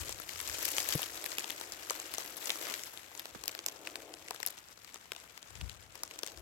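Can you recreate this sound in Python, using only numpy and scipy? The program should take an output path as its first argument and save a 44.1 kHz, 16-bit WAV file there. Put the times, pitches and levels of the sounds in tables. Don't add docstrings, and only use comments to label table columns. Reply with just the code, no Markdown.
import sys
import numpy as np
from scipy import signal
from scipy.fft import rfft, irfft, next_fast_len
from scipy.io import wavfile
from scipy.ndimage import uniform_filter1d

SR = 44100
rng = np.random.default_rng(int(sys.argv[2]) if len(sys.argv) > 2 else 0)


def store_wav(level_fs):
    pcm = np.round(np.clip(np.atleast_2d(level_fs), -1, 1) * 32767)
    wavfile.write(sys.argv[1], SR, pcm.T.astype(np.int16))


N = 282681


def undb(db):
    return 10 ** (np.asarray(db) / 20)


def level(x, db):
    return x * undb(db) / np.sqrt(np.mean(x ** 2))


def columns(table):
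    s, *cols = np.transpose(table)
    return [np.interp(np.arange(N) / SR, s, c) for c in cols]


def sides(pan_db):
    return undb(np.array([pan_db, -pan_db]) / 2)


def band(x, lo_hz, hi_hz, order=2):
    return signal.sosfilt(signal.butter(order, [lo_hz, hi_hz], "band", fs=SR, output="sos"), x)


def colour(x, points):
    hz, db = np.transpose(points)
    size = next_fast_len(N)
    f = np.arange(size // 2 + 1) * SR / size + 1
    gain = undb(np.interp(np.log(f), np.log(hz), db))
    return irfft(rfft(x, size) * gain, size)[..., :N]


def pair(alike):
    a, b = rng.standard_normal((2, N))
    return np.array([a, alike * a + np.sqrt(1 - alike ** 2) * b])


def flutter(size):
    smooth = uniform_filter1d(rng.standard_normal(N), size)
    return level(uniform_filter1d(smooth, size // 2), 0)


def air():
    # (frequency [Hz], relative density [dB])
    air_spectrum = [(18, -38), (30, 5), (70, 13.5), (217, 8), (314, 3.5), (399, -14), (608, 2), (8090, -26),
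                    (9480, -39), (14500, -33.5), (16500, -53)]
    return level(colour(pair(0.73), air_spectrum), -70.5) * sides(np.array([6.5]))


def wind():
    # (time of the top [s], level before the noise is added [dB], length [s], left minus right [dB])
    gusts = [(0.025, -60, 0.38, 27.5), (0.375, -62, 0.072, -21), (.52, -62.5, 0.17, 19),
             (.85, -66, 0.86, 6), (2.17, -69, 0.15, 4), (3.398, -62, 0.12, 2), (5.637, -53, 0.14, 36),
             (5.8, -67, 0.47, 19), (6.41, -52, 0.16, 9)]
    breeze_db, breeze_pan_db = -77.5, 4
    rise_share, edge_drop_db = 0.49, 15.5
    t = np.arange(N) / SR
    gain = undb(breeze_db) * sides(np.array([breeze_pan_db]))
    for s, db, length_s, pan_db in gusts:
        away = np.maximum((s - t) / rise_share, (t - s) / (1 - rise_share)) / length_s
        gain = gain + undb(db - edge_drop_db * away) * sides(np.array([pan_db]))
    return level(band(pair(0.79), 44.6, 104.5), 0) * gain


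def knocks():
    # (time [s], relative level [dB], pitch [Hz], time to fall 60 dB [s], left minus right [dB])
    blows = [(.952, -19, 149.7, 0.044, 5), (3.358, -37.5, 226, 0.018, -19)]
    out, t = np.zeros((2, N)), np.arange(SR // 10) / SR
    push = 1 - np.exp(-t / 0.0023)
    for s, db, hz, ring_s, pan_db in blows:
        fade = np.exp(-np.log(1000) * t / ring_s)
        second = 0.99 * np.sin(2 * np.pi * 2.0 * hz * t)
        third = 0.82 * np.sin(2 * np.pi * 3.02 * hz * t)
        blow = np.sin(2 * np.pi * hz * t) + fade * (second + third)
        i = int(s * SR)
        out[:, i:i + len(t)] += undb(db) * np.outer(sides(pan_db), blow * fade * push)
    return out


def swish():
    # (time [s], relative level [dB])
    drag_curve = [(0, -52.5), (.32, -67), (.52, -55.5), (.86, -52), (1.03, -57.5), (1.8, -57),
                  (2.57, -55.5), (2.66, -51), (2.92, -66.5), (4.02, -53), (4.32, -60.5), (4.71, -73.5),
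                  (5.93, -67), (6.41, -54.5)]
    db, = columns(drag_curve)
    resonance = level(band(pair(0.88), 292, 352), -8.5)
    wider = level(band(pair(0.99), 369, 738), -4.0)
    flutter_db = 1.8 * flutter(size=900)
    return (resonance + wider) * undb(db + flutter_db) * sides(np.array([5.5]))


def stems(s, ring_hz, parts_db, slowness, pan_db, lag_s):
    # (low edge [Hz], high edge [Hz])
    stem_bands = [(300, 1500), (1500, 9000), (9000, 19000)]
    stem_ring_s = [0.016, 0.0077, 0.005]
    puff = 384
    out, t = np.zeros((2, N + puff)), np.arange(puff) / SR
    shared, own = rng.standard_normal((len(s), 2, puff)).transpose(1, 0, 2)
    noise = np.array([shared, 0.54 * shared + 0.9 * own])
    x = np.arange(puff // 2 + 1) * SR / puff / ring_hz[:, None]
    hollow = 0.67 + .5j * x / (1 - x ** 2 + .5j * x)
    rise = (t / 0.00015) ** 1.08
    puffs = 0
    for (lo, hi), ring_s, db, tone in zip(stem_bands, stem_ring_s, parts_db, (1, hollow, 1)):
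        decay = np.exp(-np.log(1000) * t / (ring_s * slowness[:, None]))
        shape = rise / (1 + rise) * decay
        part = band(irfft(rfft(noise * shape) * tone, puff), lo, hi)
        rms = np.sqrt(np.mean(part ** 2, axis=-1, keepdims=True))
        puffs = puffs + part * undb(db - 2.5)[:, None] / rms
    end_fade = np.minimum(1, (t[-1] - t) / 0.0018)
    puffs = puffs * end_fade * sides(pan_db)[:, :, None]
    for port, sign in enumerate((1, -1)):
        start = np.clip((s + sign * lag_s / 2) * SR, 0, N - 1).astype(int)
        at = start[:, None] + np.arange(puff)
        out[port] = np.bincount(at.ravel(), puffs[port].ravel(), N + puff)
    return out[:, :N]


def rustle():
    # (time [s], drive level [dB], coarse blades' extra [dB], fine blades' extra [dB])
    rustle_curve = [(0, -45.5, -1, -1.5), (.18, -54, -1.5, -1.5), (.76, -40, -1.5, 0), (.83, -44, -2, 1),
                    (.92, -41, 0, -0.5), (1.18, -49.5, -0.5, -0.5), (1.79, -54.5, 0, -1),
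                    (2.16, -49, 1.5, 0), (2.27, -51, 0, 1.5), (2.5, -48.5, -1, 1), (2.71, -47.5, 4, 1),
                    (2.78, -49.5, -1.5, 0.5), (3.04, -59.5, -0.5, 1), (3.51, -60.5, 1.5, 0),
                    (4.25, -60.5, -1.5, -1), (4.45, -60, 1, -0.5), (4.78, -63.5, -1, 0),
                    (5.93, -63.5, 1, -1.5), (6.2, -58.5, -1, -1), (6.41, -62.5, -2, 0)]
    # (low edge [Hz], high edge [Hz])
    blade_bands = [(1000, 4000), (4000, 9000), (9000, 18000)]
    # (base level at the usual drive [dB], slope [dB per dB of drive])
    blades = [(-54.5, 0.71), (-54.5, 1.1), (-55.5, 1.03)]
    usual_db, crackles_per_s = -54.5, 900
    grass_pan_db, grass_lag_s = 7, .00045

    db, coarser_db, finer_db = columns(rustle_curve)
    blades_db = np.array([usual + slope * (db - usual_db) for usual, slope in blades])
    blades_db += 1.27 * flutter(size=1500)
    blades_db += [coarser_db, 0 * db, finer_db]

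    count = int(crackles_per_s * N / SR)
    u = rng.random((count, 4)).T
    g = np.clip(rng.standard_normal((count, 5)).T, -2, 2)
    at = (u[0] * N).astype(int)
    coarse_db, middle_db, fine_db = blades_db[:, at]
    ring_db = (1 - u[3]) * coarse_db + u[3] * middle_db
    size_db = -4 * np.log(u[1] + 0.017) - 11
    parts_db = size_db + 2.97 * g[:3] + np.array([coarse_db - 7.0, ring_db, fine_db - 3])
    ring_hz, slowness = 1700 * 5.24 ** u[3], .5 + 3.5 * u[2]
    pan_db, lag_s = grass_pan_db + 4 * g[3], -grass_lag_s + .0002 * g[4]
    crackle = stems(at / SR, ring_hz, parts_db, slowness, pan_db, lag_s)

    left, right = pair(0.074)
    hiss = np.array([left, np.roll(right, int(grass_lag_s * SR))])
    brush = sum(level(band(hiss, lo, hi), -6.0) * undb(db) for (lo, hi), db in zip(blade_bands, blades_db))
    return crackle + brush * sides(np.array([grass_pan_db]))


def snaps():
    # (time [s], pitch [Hz], thick part's relative level [dB],
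    # middle part's [dB], thin part's [dB], left minus right [dB])
    breaks = [(.0936, 7400, -43.5, -38.5, -41, 6.5), (.126, 7440, -65, -42, -48, 12.5),
              (0.2005, 1610, -48, -50.5, -48, 15), (.402, 1890, -48, -38.5, -55, 7.5),
              (0.4982, 1550, -55, -38.5, -44, 10), (.585, 5330, -47, -41, -47, 7.5),
              (0.6526, 5500, -70, -42, -33.5, 12), (.6285, 5500, -52, -41, -39.5, 8.5),
              (.6898, 6350, -55, -43, -42, 8), (.767, 5940, -50, -37.5, -50, 9.5),
              (0.7829, 2560, -38.5, -29.5, -47, 6), (.889, 7400, -45, -35, -34, 12),
              (.9545, 1600, -49, -45, -37.5, 12.5), (.9935, 1500, -42, -44, -55, 7),
              (1.0312, 2870, -52, -37, -49, 12), (1.2423, 2000, -49, -40, -38, -1),
              (1.2621, 1810, -51, -40, -39, 16), (1.3842, 2500, -41, -30.5, -32.5, -2),
              (1.395, 6800, -63, -38.5, -47, 9), (1.4436, 2650, -46, -40, -51, 13),
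              (1.5003, 2500, -46, -39.5, -53, 4.5), (1.5051, 2880, -50, -38.5, -40, 12.5),
              (1.6125, 4000, -45.5, -40, -44, 7.5), (1.722, 6040, -73, -40, -43, 7),
              (1.899, 4330, -56, -37, -49, 14), (1.9075, 7300, -34.5, -31.5, -37, 3),
              (2, 7600, -53, -37.5, -45, 1), (2.14, 7000, -50.5, -45.5, -42.5, 19),
              (2.183, 7600, -42, -35, -40, 10), (2.4578, 7360, -56, -39.5, -52, 13),
              (2.4953, 2200, -41.5, -33, -36, 2.5), (2.5041, 3000, -42, -29.5, -44, 8.5),
              (2.5576, 6330, -44, -43, -60, -0.5), (2.6693, 4960, -45, -42, -53, 0),
              (2.6997, 4900, -48.5, -42.5, -51, 11), (2.7404, 2980, -57, -37.5, -45.5, 12.5),
              (2.8363, 6200, -59, -40.5, -49, 5), (2.975, 3720, -57, -45, -74, 11),
              (3.1513, 6250, -54.5, -48, -53, 10), (3.177, 6500, -56, -45, -53, -1),
              (3.1956, 2970, -50.5, -39.5, -41, 5), (3.2562, 3270, -46, -41, -44.5, 2),
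              (3.3495, 1500, -47, -56, -64, -9.5), (3.4382, 5300, -49.5, -42.5, -46, 13.5),
              (3.458, 6200, -55, -46, -47, 11.5), (3.4802, 4900, -48.5, -31, -32.5, 7),
              (3.4937, 2360, -48, -42, -48, 5.5), (3.5506, 2200, -51, -41, -44.5, 8.5),
              (3.591, 2950, -46, -38.5, -51, 0.5), (3.663, 6900, -43, -29, -30.5, 1),
              (3.6855, 5500, -47, -34.5, -40, 0.5), (3.8733, 2570, -44.5, -36.5, -45.5, 5),
              (3.9571, 1490, -45.5, -36.5, -41.5, 4), (4.1396, 3740, -53, -44.5, -58, 8),
              (4.2846, 1930, -56, -43.5, -65, 1.5), (4.3085, 1550, -38, -36, -40, 7.5),
              (4.3617, 3000, -56.5, -47.5, -56, 8.5), (4.4028, 4000, -50.5, -47, -49, 15),
              (4.4305, 1590, -49.5, -36, -42, 10.5), (4.464, 7550, -51, -35.5, -30.5, 13),
              (4.4738, 5700, -45.5, -35.5, -40, -1.5), (4.4847, 6270, -56, -47.5, -50, 15.5),
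              (4.6864, 6400, -61, -53, -63, -1.5), (4.8468, 4850, -76, -52.5, -56, 15),
              (4.9442, 5540, -55, -46.5, -50, 10.5), (4.9587, 1590, -50.5, -47.5, -60, 3.5),
              (5.1196, 2670, -42, -36, -41.5, 6.5), (5.1637, 3100, -53.5, -47, -56, 12.5),
              (5.3769, 2800, -55.5, -48, -52.5, 12), (5.4285, 3400, -60, -48.5, -60, 8),
              (5.6126, 3100, -51.5, -42, -51, 2.5), (5.6961, 3760, -65, -44.5, -50.5, 11.5),
              (5.9553, 7660, -55, -50, -51, 10), (6.0346, 6150, -42.5, -33.5, -38, 3.5),
              (6.1117, 2400, -54, -44.5, -51, 3), (6.1903, 6200, -53, -39.5, -45.5, 0.5),
              (6.2336, 3900, -42, -36, -43, 12), (6.2647, 6000, -70, -45.5, -50, 17),
              (6.275, 5560, -66, -42, -46, 6), (6.375, 5540, -56, -50, -64, 10)]
    splinters = 3
    spread_s, late_s, splinter_db, scatter_db = .025, .003, -18.5, 3

    s, hz, *parts_db, pan_db = np.transpose(breaks)
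    loud = stems(s - .0007, hz, parts_db, np.ones(len(s)), pan_db, -4e-5 * (pan_db - 5))

    g = rng.standard_normal((len(s) * splinters, 6)).T
    s, hz, *parts_db, pan_db = np.repeat(breaks, splinters, axis=0).T
    parts_db = np.array(parts_db) + splinter_db + scatter_db * g[:3]
    ring_hz = np.clip(hz * 1.72 ** g[4], 1200, 9000)
    later_s = s + late_s + spread_s * np.abs(g[3])
    lag_s = -4e-5 * (pan_db - 4.5)
    small = stems(later_s, ring_hz, parts_db, np.ones(len(s)), pan_db + 3 * g[5], lag_s)
    return loud + small


def scene():
    # (frequency [Hz], gain [dB])
    port_response = [(200, 0), (700, 2), (1500, 5.5), (2700, 2.5), (4500, 1), (6500, 2), (8200, 4.5),
                     (9200, 1), (10500, 7.5), (12300, 7.5), (15000, -5.5)]
    grass = colour(snaps() + rustle(), port_response)
    return air() + wind() + knocks() + swish() + grass


def record(dry):
    thinned = signal.sosfilt(signal.butter(2, 45, "high", fs=SR, output="sos"), dry)
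    top_hz = 16000
    return signal.sosfilt(signal.ellip(8, .2, 70, top_hz, fs=SR, output="sos"), thinned)


dry = scene()
out = record(dry)
store_wav(out)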